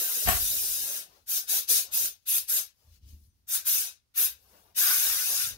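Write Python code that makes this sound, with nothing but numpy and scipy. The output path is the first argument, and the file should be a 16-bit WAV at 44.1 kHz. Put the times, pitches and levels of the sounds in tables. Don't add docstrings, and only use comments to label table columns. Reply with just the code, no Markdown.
import sys
import numpy as np
from scipy import signal
from scipy.fft import rfft, irfft, next_fast_len
from scipy.io import wavfile
from scipy.ndimage import uniform_filter1d

SR = 44100
rng = np.random.default_rng(int(sys.argv[2]) if len(sys.argv) > 2 else 0)


def voltage_ratio(decibels):
    exponent = np.asarray(decibels, float) / 20
    return 10 ** exponent


def int16_out(signal):
    q = np.round(np.clip(np.atleast_2d(signal).T, -1, 1) * 32767)
    wavfile.write(sys.argv[1], SR, q.astype(np.int16))


N = 245637
T = np.arange(N) / SR


def scale_to(x, db):
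    return x * voltage_ratio(db) / np.sqrt(np.mean(x ** 2))


def colour(points, hz):
    at, value = np.transpose(points)
    return np.interp(np.log(hz + 1), np.log(at + 1), value)


def shape(x, points):
    size = next_fast_len(x.shape[-1] + 4096)
    gain = voltage_ratio(colour(points, np.fft.rfftfreq(size, 1 / SR)))
    return irfft(rfft(x, size) * gain, size)[..., :x.shape[-1]]


def bump(hz, centre_hz, width_hz):
    return 1 / (1 + (2 * (hz - centre_hz) / width_hz) ** 2)


def walk(rate, size):
    hold = int(SR / rate)
    steps_held = np.repeat(rng.standard_normal(size // hold + 1), hold)
    return 1.3 * uniform_filter1d(uniform_filter1d(steps_held, hold), hold)[:size]


def ring(hz, t60):
    t = np.arange(int(1.2 * t60 * SR) + 8) / SR
    return np.sin(2 * np.pi * hz * t) * np.exp(-np.log(1000) * t / t60)


def add(out, s, sound):
    start = int(s * SR)
    sound, start = sound[..., max(-start, 0):], max(start, 0)
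    out[..., start:start + sound.shape[-1]] += sound[..., :out.shape[-1] - start]


def heard(x, late, wet_db, t60, alike_hz, moving, room_late=12):
    hop, lead, t = 800, 30, np.arange(4400) / SR
    high = signal.butter(2, alike_hz, "high", fs=SR)
    low = signal.butter(2, alike_hz, fs=SR)
    keep = np.sqrt(1 - np.clip(moving, 0, 1) ** 2)
    decay = np.exp(-np.log(1000) * t / t60) * (t > .002)
    decay = decay * voltage_ratio(wet_db) / np.sqrt(np.sum(decay ** 2))
    out = np.zeros((2, len(x) + 3 * hop + len(t)))
    paths = rng.standard_normal((3, len(t)))
    padded = np.pad(x, (hop, 2 * hop))
    window = signal.windows.hann(2 * hop, sym=False)
    for start in range(0, len(x) + hop, hop):
        paths = keep * paths + np.sqrt(1 - keep ** 2) * rng.standard_normal(paths.shape)
        bass = signal.lfilter(*low, [np.roll(paths[0], room_late), paths[0]])
        room = (signal.lfilter(*high, paths[1:]) + bass) * decay
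        room[[0, 1], [lead + late, lead]] += 1
        piece = signal.fftconvolve((padded[start:start + 2 * hop] * window)[None], room, axes=1)
        out[:, start:start + piece.shape[1]] += piece
    return out[:, hop + lead:] / np.sqrt(1 + voltage_ratio(2 * wet_db))


def hiss(table, centres, edges, gain_db, swell_db, flicker_db, rate):
    s, db, *over = np.transpose(table)[:len(centres) + 1]
    size = next_fast_len(int((s[-1] - s[0]) * SR))
    t, hz = s[0] + np.arange(size) / SR, np.fft.rfftfreq(size, 1 / SR)
    noise = rfft(rng.standard_normal(size)) * voltage_ratio(gain_db(hz))
    power = voltage_ratio(2 * gain_db(hz))
    norm = [10 * np.log10(power[(hz > lo) & (hz < hi)].sum() / len(hz)) for lo, hi in edges]
    track = np.array([np.interp(t, s, db + o) - n for o, n in zip([0] + over, norm)])
    cut = np.concatenate([np.geomspace(130, 2600, 11), np.arange(3200, 17000, 1130)])
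    out, shared = 0, walk(rate, size)
    swell = walk(rate / 4, size)
    for lo, mid, hi in zip(cut, cut[1:], cut[2:]):
        weights = [np.interp(-np.log(mid), -np.log(centres), row) for row in np.eye(len(centres))]
        shared = .7 * shared + .7 * walk(rate, size)
        band = irfft(noise * np.interp(hz, [lo, mid, hi], [0, 1, 0]), size)
        out = out + band * voltage_ratio(weights @ track + swell_db * swell + flicker_db * shared)
    fade = np.clip(np.minimum(t - s[0] + (s[0] == 0), s[-1] - t) / .006, 0, 1)
    return out * fade * voltage_ratio(2.0)


def panned(pair, table):
    s, pan_db = np.transpose(table)[[0, -1]]
    pan_db = np.interp(s[0] + np.arange(pair.shape[1]) / SR, s, pan_db)
    return pair * voltage_ratio(np.array([pan_db, -pan_db]) / 2)


# (frequency [Hz], left minus right [dB])
PORT_DIFFERENCE = [(60, -2), (110, -3), (200, 0.5), (380, 6.5), (700, 6.5), (1290, 6), (2380, 9),
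                   (4400, 12), (8120, 10.5), (15000, 5)]


def ports(pair):
    tilt = np.array(PORT_DIFFERENCE) - [0, 4.5]
    return np.array([shape(pair[0], tilt * [1, .5]), shape(pair[1], tilt * [1, -.5])])


def steps(start, end):
    return start + np.arange(0, np.ceil((end - start) * 4) / 4, .004)


# (share of the opening time [0-1], level under full flow [dB])
VALVE_OPENING = [(-.3, 89.5), (0, 47.5), (.12, 34.5), (.5, 14.5), (.85, 2.5), (1, 0)]


def flow(s, opens, lets_go, open_db, end_db, ease, open_s):
    full = np.interp(s, [opens + open_s, lets_go], [open_db, end_db])
    opening = np.interp((s - opens) / open_s, *np.transpose(VALVE_OPENING))
    after = np.maximum(s - lets_go, 0)
    shut = np.maximum(after - ease, 0)
    closing = 126 * np.minimum(after, ease) + 321.5 * shut + 501.5 * shut ** 2
    return full, opening, closing


# (time [s], distance gain [dB], extra metal roar [dB], extra hollow roar [dB])
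BLAST_SWEEP = [(.0, 0.5, -3, 5.5), (.08, -1, 0.5, 0), (.25, 1, -5.5, 6.5), (.47, 3, -7.5, -3.5),
               (.75, 1.5, -7, -1.5), (.95, -0.5, -1.5, 2.5), (4.779, -1, -0.5, -6.5), (4.82, 0, 8, -2.5),
               (4.91, 0.5, 8.5, 0.5), (4.995, 1.5, 1, -9), (5.073, 1.2, 6, -0.5), (5.217, 0, 2.5, -8.5),
               (5.323, 2, -0.5, 6), (5.427, 4, 0.5, -13)]


def pull(row, aim):
    opens, lets_go, open_s = row[0], row[1], row[5]
    s = steps(opens, lets_go + .24)
    full, opening, closing = flow(s, *row)
    at, *sweep = np.transpose(BLAST_SWEEP)
    is_long = lets_go - opens > .5
    gain_db, metal_db, hollow_db = [np.interp(s, at, column) * is_long for column in sweep]
    surge = 2 * (np.exp(-np.maximum(s - opens - open_s, 0) / .06) - .5)
    # dB that body, metal and hollow roar gain per dB under full flow
    opening_dull, closing_dull = (0.39, 0.39, .05), (0.29, 0.31, 0.29)
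    over = [base + extra - surge + a * opening + b * closing
            for base, extra, a, b in zip(aim, (0, metal_db, hollow_db), opening_dull, closing_dull)]
    lean_db = np.minimum(.08 * (opening + closing), 6) - .5
    return np.transpose([s, full + gain_db + surge / 2 - opening - closing, *over, lean_db])


def tire(jet, row, db_per_s):
    top = shape(jet, [(9000, -40), (11000, -6), (13500, 0)])
    s = row[0] + np.arange(len(jet)) / SR
    fade_db = db_per_s * ((row[0] + row[1]) / 2 + row[4] - s)
    return jet + top * (voltage_ratio(np.clip(fade_db, -9, 9)) - 1)


# (frequency [Hz], level per Hz [dB])
JET_COLOUR = [(88, -65.5), (150, -32.5), (446, -22), (1030, -21.5), (1460, -16.5), (2120, -17), (6290, -7),
              (7950, -7), (11100, -3), (15700, -4.5)]
TUBE_HZ = [624, 1560, 2607, 3744, 5056, 6264, 7900, 9080, 10280, 11420, 12450, 13520, 14600, 15620]
# (width [Hz], level over the jet [dB])
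TUBE_MODES = [(330, 2.5), (370, 6.5), (870, 7), (540, 6.5), (670, 4.5), (720, 5), (300, 2), (300, 4),
              (350, 4.5), (300, 7), (350, 7), (350, 7), (350, 8.5), (280, 5.5)]


def nozzle_colour(hz, edge, bright_db):
    edge_hz, edge_db, *middle_db = edge
    tube = sum(db * bump(hz, f, width) for f, (width, db) in zip(TUBE_HZ, TUBE_MODES))
    tube = tube + edge_db * bump(hz, edge_hz, 500)
    tube = tube + sum(db * bump(hz, f, f / 4) for f, db in zip((2700, 5800, 7800), middle_db))
    return colour(JET_COLOUR, hz) + tube + bright_db * np.log2(np.maximum(hz / 8e3, 1))


# (opens [s], let go [s], jet once open [dB], jet at let-go [dB], slow easing-off [s])
PULLS = [(-.14, 0.965, -29.5, -32.5, 0.035), (1.256, 1.37, -29.5, -26, 0.0044),
         (1.46, 1.569, -26, -25.5, 0.0041), (1.666, 1.784, -20.5, -24.5, .005),
         (1.902, 2.046, -27, -27.5, 0.0082), (2.25, 2.366, -25.5, -24.5, 0.0034),
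         (2.465, 2.573, -26.5, -24.5, 0.0039), (3.464, 3.544, -34.5, -24, .005),
         (3.637, 3.783, -26, -26, 0.086), (4.137, 4.245, -24, -23.5, 0.0038),
         (4.742, 5.418, -25.5, -31, 0.071)]
OPEN_S = [.036, 0.04, 0.036, 0.03, 0.035, 0.034, 0.03, 0.026, 0.033, 0.042, 0.035]
# (body [dB over jet], metal roar [dB over jet], hollow roar [dB over jet],
# brightness above 8 kHz [dB per octave])
AIMS = [(-10, -22, -28, 0), (-11, -26, -34.5, -1), (-9, -24, -29.5, 0.8), (-9, -28, -32.5, -4.5),
        (-11.5, -26.5, -32, -5), (-13, -28, -38, -3), (-11.5, -25, -36.5, -2), (-11.5, -21.5, -36.5, -4),
        (-10.5, -24, -36, -2.7), (-12.5, -21.5, -35.5, 0.5), (-9.5, -21.5, -30.5, -2.5)]
# (edge tone [Hz], its level [dB], near 2.7 kHz [dB], near 6 kHz [dB],
# near 8 kHz [dB])
EDGES = [(12450, -1, -0.1, -0.2, 2.5), (13500, 2.5, -4, 1.8, 1), (14700, 4, -1.7, 1.8, 3),
         (10800, 2.5, -0.3, 0.4, 1.5), (14600, 6.5, 0.3, 1.3, 0), (12400, 1, 3, -2.5, 0.3),
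         (11450, 4.5, -1, 0.8, 3.5), (14600, 3, -1.5, 1, 3), (13600, 3, 0, 3, 1.5), (12400, 5.5, 1, -1, -1),
         (12240, 0.5, -1, 1.7, -0.3)]
LEFT_LATE = [24, 14, 12, 20, 10, 4, 4, 6, -4, -8, -5]
ECHO_LATE = [8, 10, 10, 10, 10, 10, 10, 10, 10, 10, -6]
TIRING = [3.5, .1, .1, -1, .1, 2, 2, .1, 34, .1, 7]
CONTROL_HZ = [11500, 4300, 1400, 500]


def gun():
    out = np.zeros((2, N))
    pulls = zip(PULLS, OPEN_S, AIMS, LEFT_LATE, EDGES, ECHO_LATE, TIRING)
    for row, open_s, (*aim, bright_db), late, edge, echo_late, tiring in pulls:
        table = pull((*row, open_s), aim)
        jet = hiss(table, CONTROL_HZ, [(8e3, 16e3), (2400, 7e3), (1e3, 2e3), (200, 900)],
                   lambda hz: nozzle_colour(hz, edge, bright_db),
                   swell_db=-0.27, flicker_db=0.33, rate=25)
        jet = tire(jet, row, tiring)
        pair = heard(jet, late, wet_db=9.0 - 0.3 * bright_db, t60=0.078, alike_hz=1970,
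                     moving=0.87, room_late=echo_late)
        add(out, table[0][0], panned(pair, table))
    return ports(out)


# (frequency [Hz], level per Hz [dB])
HUSH_COLOUR = [(18, -38), (30, -6.5), (81, -5.5), (325, -24), (2380, -29), (4960, -25), (7350, -29),
               (15700, -32)]


def hush():
    return scale_to(shape(rng.standard_normal((2, N)), HUSH_COLOUR), -77.5)


# (time [s], peak [dB], frequency [Hz], t60 [s])
SLAMS = [
    (.252, -32, 68.3, 0.055),
    (.274, -25.5, 80, 0.068),
    (.306, -32.5, 90, .07),
    (.340, -29, 68, 0.025),
]
# (time [s], peak [dB], frequency [Hz], t60 [s])
THUDS = [(.385, -47, 62, .06), (0.409, -39, 62, 0.057), (0.431, -44, 52, 0.048), (0.476, -52, 62, 0.041),
         (0.498, -54, 72, .06), (0.544, -52, 53.8, 0.083), (0.597, -56, 87, 0.13), (0.679, -58, 55.7, 0.18),
         (0.797, -58, 72, 0.27), (2.836, -63, 85.3, .06), (2.861, -55, 77.5, 0.12),
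         (2.894, -54, 68.3, 0.12), (2.919, -55, 72, 0.12), (2.961, -61, 56, 0.12), (3.014, -50, 67.6, 0.18),
         (3.048, -55, 78.6, 0.14), (3.086, -54, 78, 0.11), (3.113, -45, 75, 0.26),
         (3.204, -60.5, 65, 0.095), (3.239, -56, 73.5, 0.052), (3.265, -57.5, 76.4, 0.034),
         (3.328, -70, 72.7, 0.13), (4.29, -63, 63.7, 0.23), (5.045, -60, 78.1, 0.1),
         (5.083, -54, 64.6, 0.076), (5.134, -59, 61.9, 0.12), (5.425, -57, 100, 0.15),
         (5.461, -51, 121, 0.1), (5.494, -55, 99, 0.12), (5.513, -53, 88.5, 0.055),
         (5.545, -53, 59.2, 0.12)]


def thuds():
    out = np.zeros((2, N))
    for s, db, hz, t60 in [*SLAMS, *THUDS]:
        push = signal.windows.hann(int(1.6 * SR / hz))
        thud = np.convolve(ring(hz, t60), push * ring(hz, 0.9)[:len(push)])
        thud = voltage_ratio(db) * thud / np.abs(thud).max()
        late = .003 if s < 1 else .0003 if s < 4 else .0018
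        s = s - .008 * (s < 1)
        add(out[1], s, thud * voltage_ratio(2.5))
        add(out[0], s + late, thud * voltage_ratio(4.0))
    return out


# (time [s], level [dB])
SHUFFLE = [(0.0, -79), (0.25, -73), (0.43, -53.5), (0.94, -78), (1.12, -75.5), (1.7, -75.5), (2.03, -66.5),
           (2.2, -82), (2.52, -68.5), (2.72, -83), (2.89, -77.5), (3.04, -64.5), (3.1, -59.5), (3.35, -75),
           (3.75, -71.5), (4.08, -84), (4.5, -71.5), (5.07, -81), (5.57, -59)]


def bench():
    rumble = voltage_ratio(np.interp(T, *np.transpose(SHUFFLE)))
    jet = 0
    for row, open_s in zip(PULLS, OPEN_S):
        full, opening, closing = flow(T, *row, open_s)
        jet = jet + voltage_ratio(full - opening - closing)
    low, upper = rng.standard_normal((2, 2, N))
    low = shape(low[0] + .5 * low,
                [(20, -36.5), (45, -1.0), (65, -1), (95, -1.5), (130, -21.0), (300, -62.5)])
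    upper = shape(upper[0] + 1.2 * upper, [(60, -37.0), (130, -0.5), (220, -2.0), (320, -9), (700, -33)])
    out = thuds()
    felt = uniform_filter1d(np.abs(out[1]), int(0.033 * SR)) + 1e-9
    hard = (felt / felt.max()) ** .3
    shake = rumble * voltage_ratio(-6.5) + jet * voltage_ratio(-44) + felt * hard * voltage_ratio(-14)
    return out + scale_to(low, 0.14) * rumble + scale_to(upper, -3.5) * shake


# (frequency [Hz], level per Hz [dB])
SCRAPE_COLOUR = [(150, -10), (400, -15), (900, -5.5), (1600, 2.5), (2100, -5.5), (4000, -5), (8000, -26.5),
                 (14000, -24.5)]


def crash():
    s = T[:SR] - 0.2827
    hold_s, late = 0.083, 42
    db = np.interp(s, [-.1, -0.032, 0, hold_s], [-90, -25, 0, -10.5])
    db = db - 380 * np.maximum(s - hold_s, 0)
    noise = scale_to(shape(rng.standard_normal(SR), SCRAPE_COLOUR), -28.5) * voltage_ratio(db + 0.67 * walk(76, SR))
    snap = shape(rng.standard_normal(2000), [(1500, -22.5), (3000, -7.5), (6000, -10.0), (11000, -1.5)])
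    snap = snap * np.minimum(T[:2000] / 0.0043, 1) * np.exp(-T[:2000] / 0.0059)
    add(noise, .284, voltage_ratio(-19.5) * snap)
    return heard(noise, late, wet_db=0.0, t60=0.1, alike_hz=2006, moving=0.99, room_late=late)


# (time [s], peak [dB])
CLATTER = [
    (0.261, -23.5),
    (0.273, -10.5),
    (0.285, -5.5),
    (0.293, -20.5),
    (0.304, -34.5),
    (0.317, -13.5),
    (0.329, -24),
    (0.344, -21),
    (0.364, -29.5),
]
# (frequency [Hz], level [dB], t60 before damping to 0.17 of it [s])
BOARD_MODES = [(250, -6.5, 0.27), (388, -8.5, 0.72), (703, -6, 0.35), (1111, -5, 0.29), (1168, -14.5, 0.17),
               (1610, -3, 0.27), (1840, 0.5, 0.13), (2660, -4, 0.3), (2800, -9.5, 0.35), (3180, -11, 0.32)]


def knock():
    out, t, late = np.zeros(SR), T[:12000], 58
    crack_colour = [(100, -15.0), (160, -8), (250, 1.5), (400, 1.0), (700, 2.0), (1500, -6), (3000, -2.5),
                    (6000, -11.5), (12000, -19.5)]
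    for s, db in CLATTER:
        crack = rng.standard_normal(len(t)) * np.exp(-t / 0.013)
        board = voltage_ratio(2.0) * shape(crack, crack_colour)
        for (hz, mode_db, t60), push in zip(BOARD_MODES, rng.standard_normal(len(BOARD_MODES))):
            add(board, 0, voltage_ratio(mode_db - 2) * push * ring(hz, 0.17 * t60)[:len(t)])
        add(out, s, voltage_ratio(db - 5.5) * board / np.abs(board).max())
    return heard(out, late, wet_db=-2.5, t60=0.2, alike_hz=1496, moving=0.49, room_late=late)


# (frequency [Hz], level [dB], t60 [s])
PART_MODES = [(7935, -26.5, .3), (9561, -24, .15), (11550, -19, 0.073), (14640, -36.5, .08),
              (15460, -33.5, .08)]
# (frequency [Hz], level [dB], t60 [s])
REBOUND_MODES = [(13510, -26, .25), (11550, -27, 0.25), (14700, -34, .1)]


def metal_ring():
    pair = np.zeros((2, SR))
    for s, late, modes in ((.285, 34, PART_MODES), (.304, 0, REBOUND_MODES)):
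        for hz, db, t60 in modes:
            add(pair[0], s + late / SR, voltage_ratio(db) * ring(hz, t60))
            add(pair[1], s, voltage_ratio(db) * ring(hz, t60))
    return pair


def stroke(peak, rise, fall, db, dull_db=0, over_db=(-3.5, -13.5, -27)):
    s = steps(peak - .25, peak + .24)
    swell = db - 6.5 * ((s - peak) / np.where(s < peak, rise, fall)) ** 2
    over = [o + dull_db * octaves + 0 * s for o, octaves in zip(over_db, (1.1, 1.9, 1.9))]
    return np.transpose([s, np.maximum(swell, -160), *over])


# (loudest time [s], rise [s], fall [s], level [dB], dullness [dB per octave])
STROKES = [(1.13, 0.069, 0.084, -68.5, 2.5), (2.808, 0.06, 0.13, -72.5, -1), (2.955, 0.069, 0.023, -68, 3),
           (2.7, .03, .025, -83, 11), (3.085, 0.025, 0.065, -63, .5), (3.04, 0.024, 0.035, -77, 5.5),
           (3.245, 0.097, .035, -70.5, -3.5), (2.22, .05, .04, -78, 2), (3.38, 0.079, .06, -83, -2.5),
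           (4.4, 0.054, .08, -75, -1.5), (4.56, 0.17, 0.13, -64.5, -1.7)]
# (loudest time [s], rise [s], fall [s], level [dB])
SQUEEZES = [(1.129, 0.11, 0.064, -65), (2.82, 0.05, 0.1, -75.5), (3.11, 0.055, 0.073, -85),
            (4.47, 0.063, 0.08, -68.5), (4.548, 0.036, 0.055, -61.5), (4.66, 0.066, 0.075, -68),
            (1.89, 0.052, 0.063, -61), (5.47, 0.059, 0.094, -61.5)]
# (frequency [Hz], level per Hz [dB])
CLOTH_COLOUR = [(150, -16.5), (250, -21), (313, -23), (451, -13.5), (917, -16.5), (2070, -17), (2640, -14),
                (3100, -14.5), (3730, -17), (9020, -19.5), (10400, -13.5), (15700, -12)]


def vest():
    out = np.zeros((2, N))
    padding_db = (7, 15, 29)
    squeezes = [stroke(*row[:3], row[3] - padding_db[2], over_db=padding_db) for row in SQUEEZES]
    for table in [stroke(*row) for row in STROKES] + squeezes:
        cloth = hiss(table, [11000, 5200, 2900, 900], [(7500, 16e3), (3800, 7e3), (2400, 3500), (300, 2e3)],
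                     lambda hz: colour(CLOTH_COLOUR, hz), swell_db=.1, flicker_db=.5, rate=45)
        add(out, table[0][0], heard(cloth, 12, wet_db=11.5, t60=0.059, alike_hz=498, moving=0.87))
    return ports(out) * voltage_ratio([[.6], [-3]])


# (time [s], peak [dB])
SPITS = [
    (1.3944, -28),
    (1.5894, -20.5),
    (2.0567, -16.5),
    (2.382, -11),
    (2.5998, -23),
]


def spits():
    out = np.zeros((2, N))
    for s, db in SPITS:
        spit = shape(rng.standard_normal((2, 900)), JET_COLOUR) * np.exp(-T[:900] / .0025)
        add(out, s, voltage_ratio(db + 1) * spit / np.abs(spit).max())
    return ports(out)


# (time [s], level [dB], frequency [Hz], t60 [s])
JINGLES = [
    (3.245, -79.5, 8930, 0.17),
    (3.295, -76.5, 9017, 0.22),
    (3.30, -76, 6040, .2),
]


def jingle():
    out = np.zeros((2, N))
    for s, db, hz, t60 in JINGLES:
        add(out, s, voltage_ratio(db) * ring(hz, t60))
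    return ports(out) * voltage_ratio([[.6], [-3]])


def scene():
    out = gun() + hush() + bench() + vest() + spits() + jingle()
    lean = voltage_ratio(np.array([[.5], [-.5]]) * 4.5)
    for part in (crash(), knock(), metal_ring()):
        add(out, 0, part * lean)
    return out


def band_limit(x):
    return signal.sosfilt(signal.butter(12, 16200, fs=SR, output="sos"), x)


# (frequency [Hz], level [dB])
CAMERA_BODY = [(6300, 0.44), (6900, -0.5), (7300, -3), (7700, -5), (8300, -0.17)]


def record(dry):
    bass_cut = signal.butter(6, 40, "high", fs=SR, output="sos")
    top_cut = signal.ellip(12, .3, 75, 15750, fs=SR, output="sos")
    mix = signal.sosfilt(np.vstack([bass_cut, top_cut]), shape(dry, CAMERA_BODY))
    return band_limit(mix)


dry = scene()
out = record(dry)
int16_out(out)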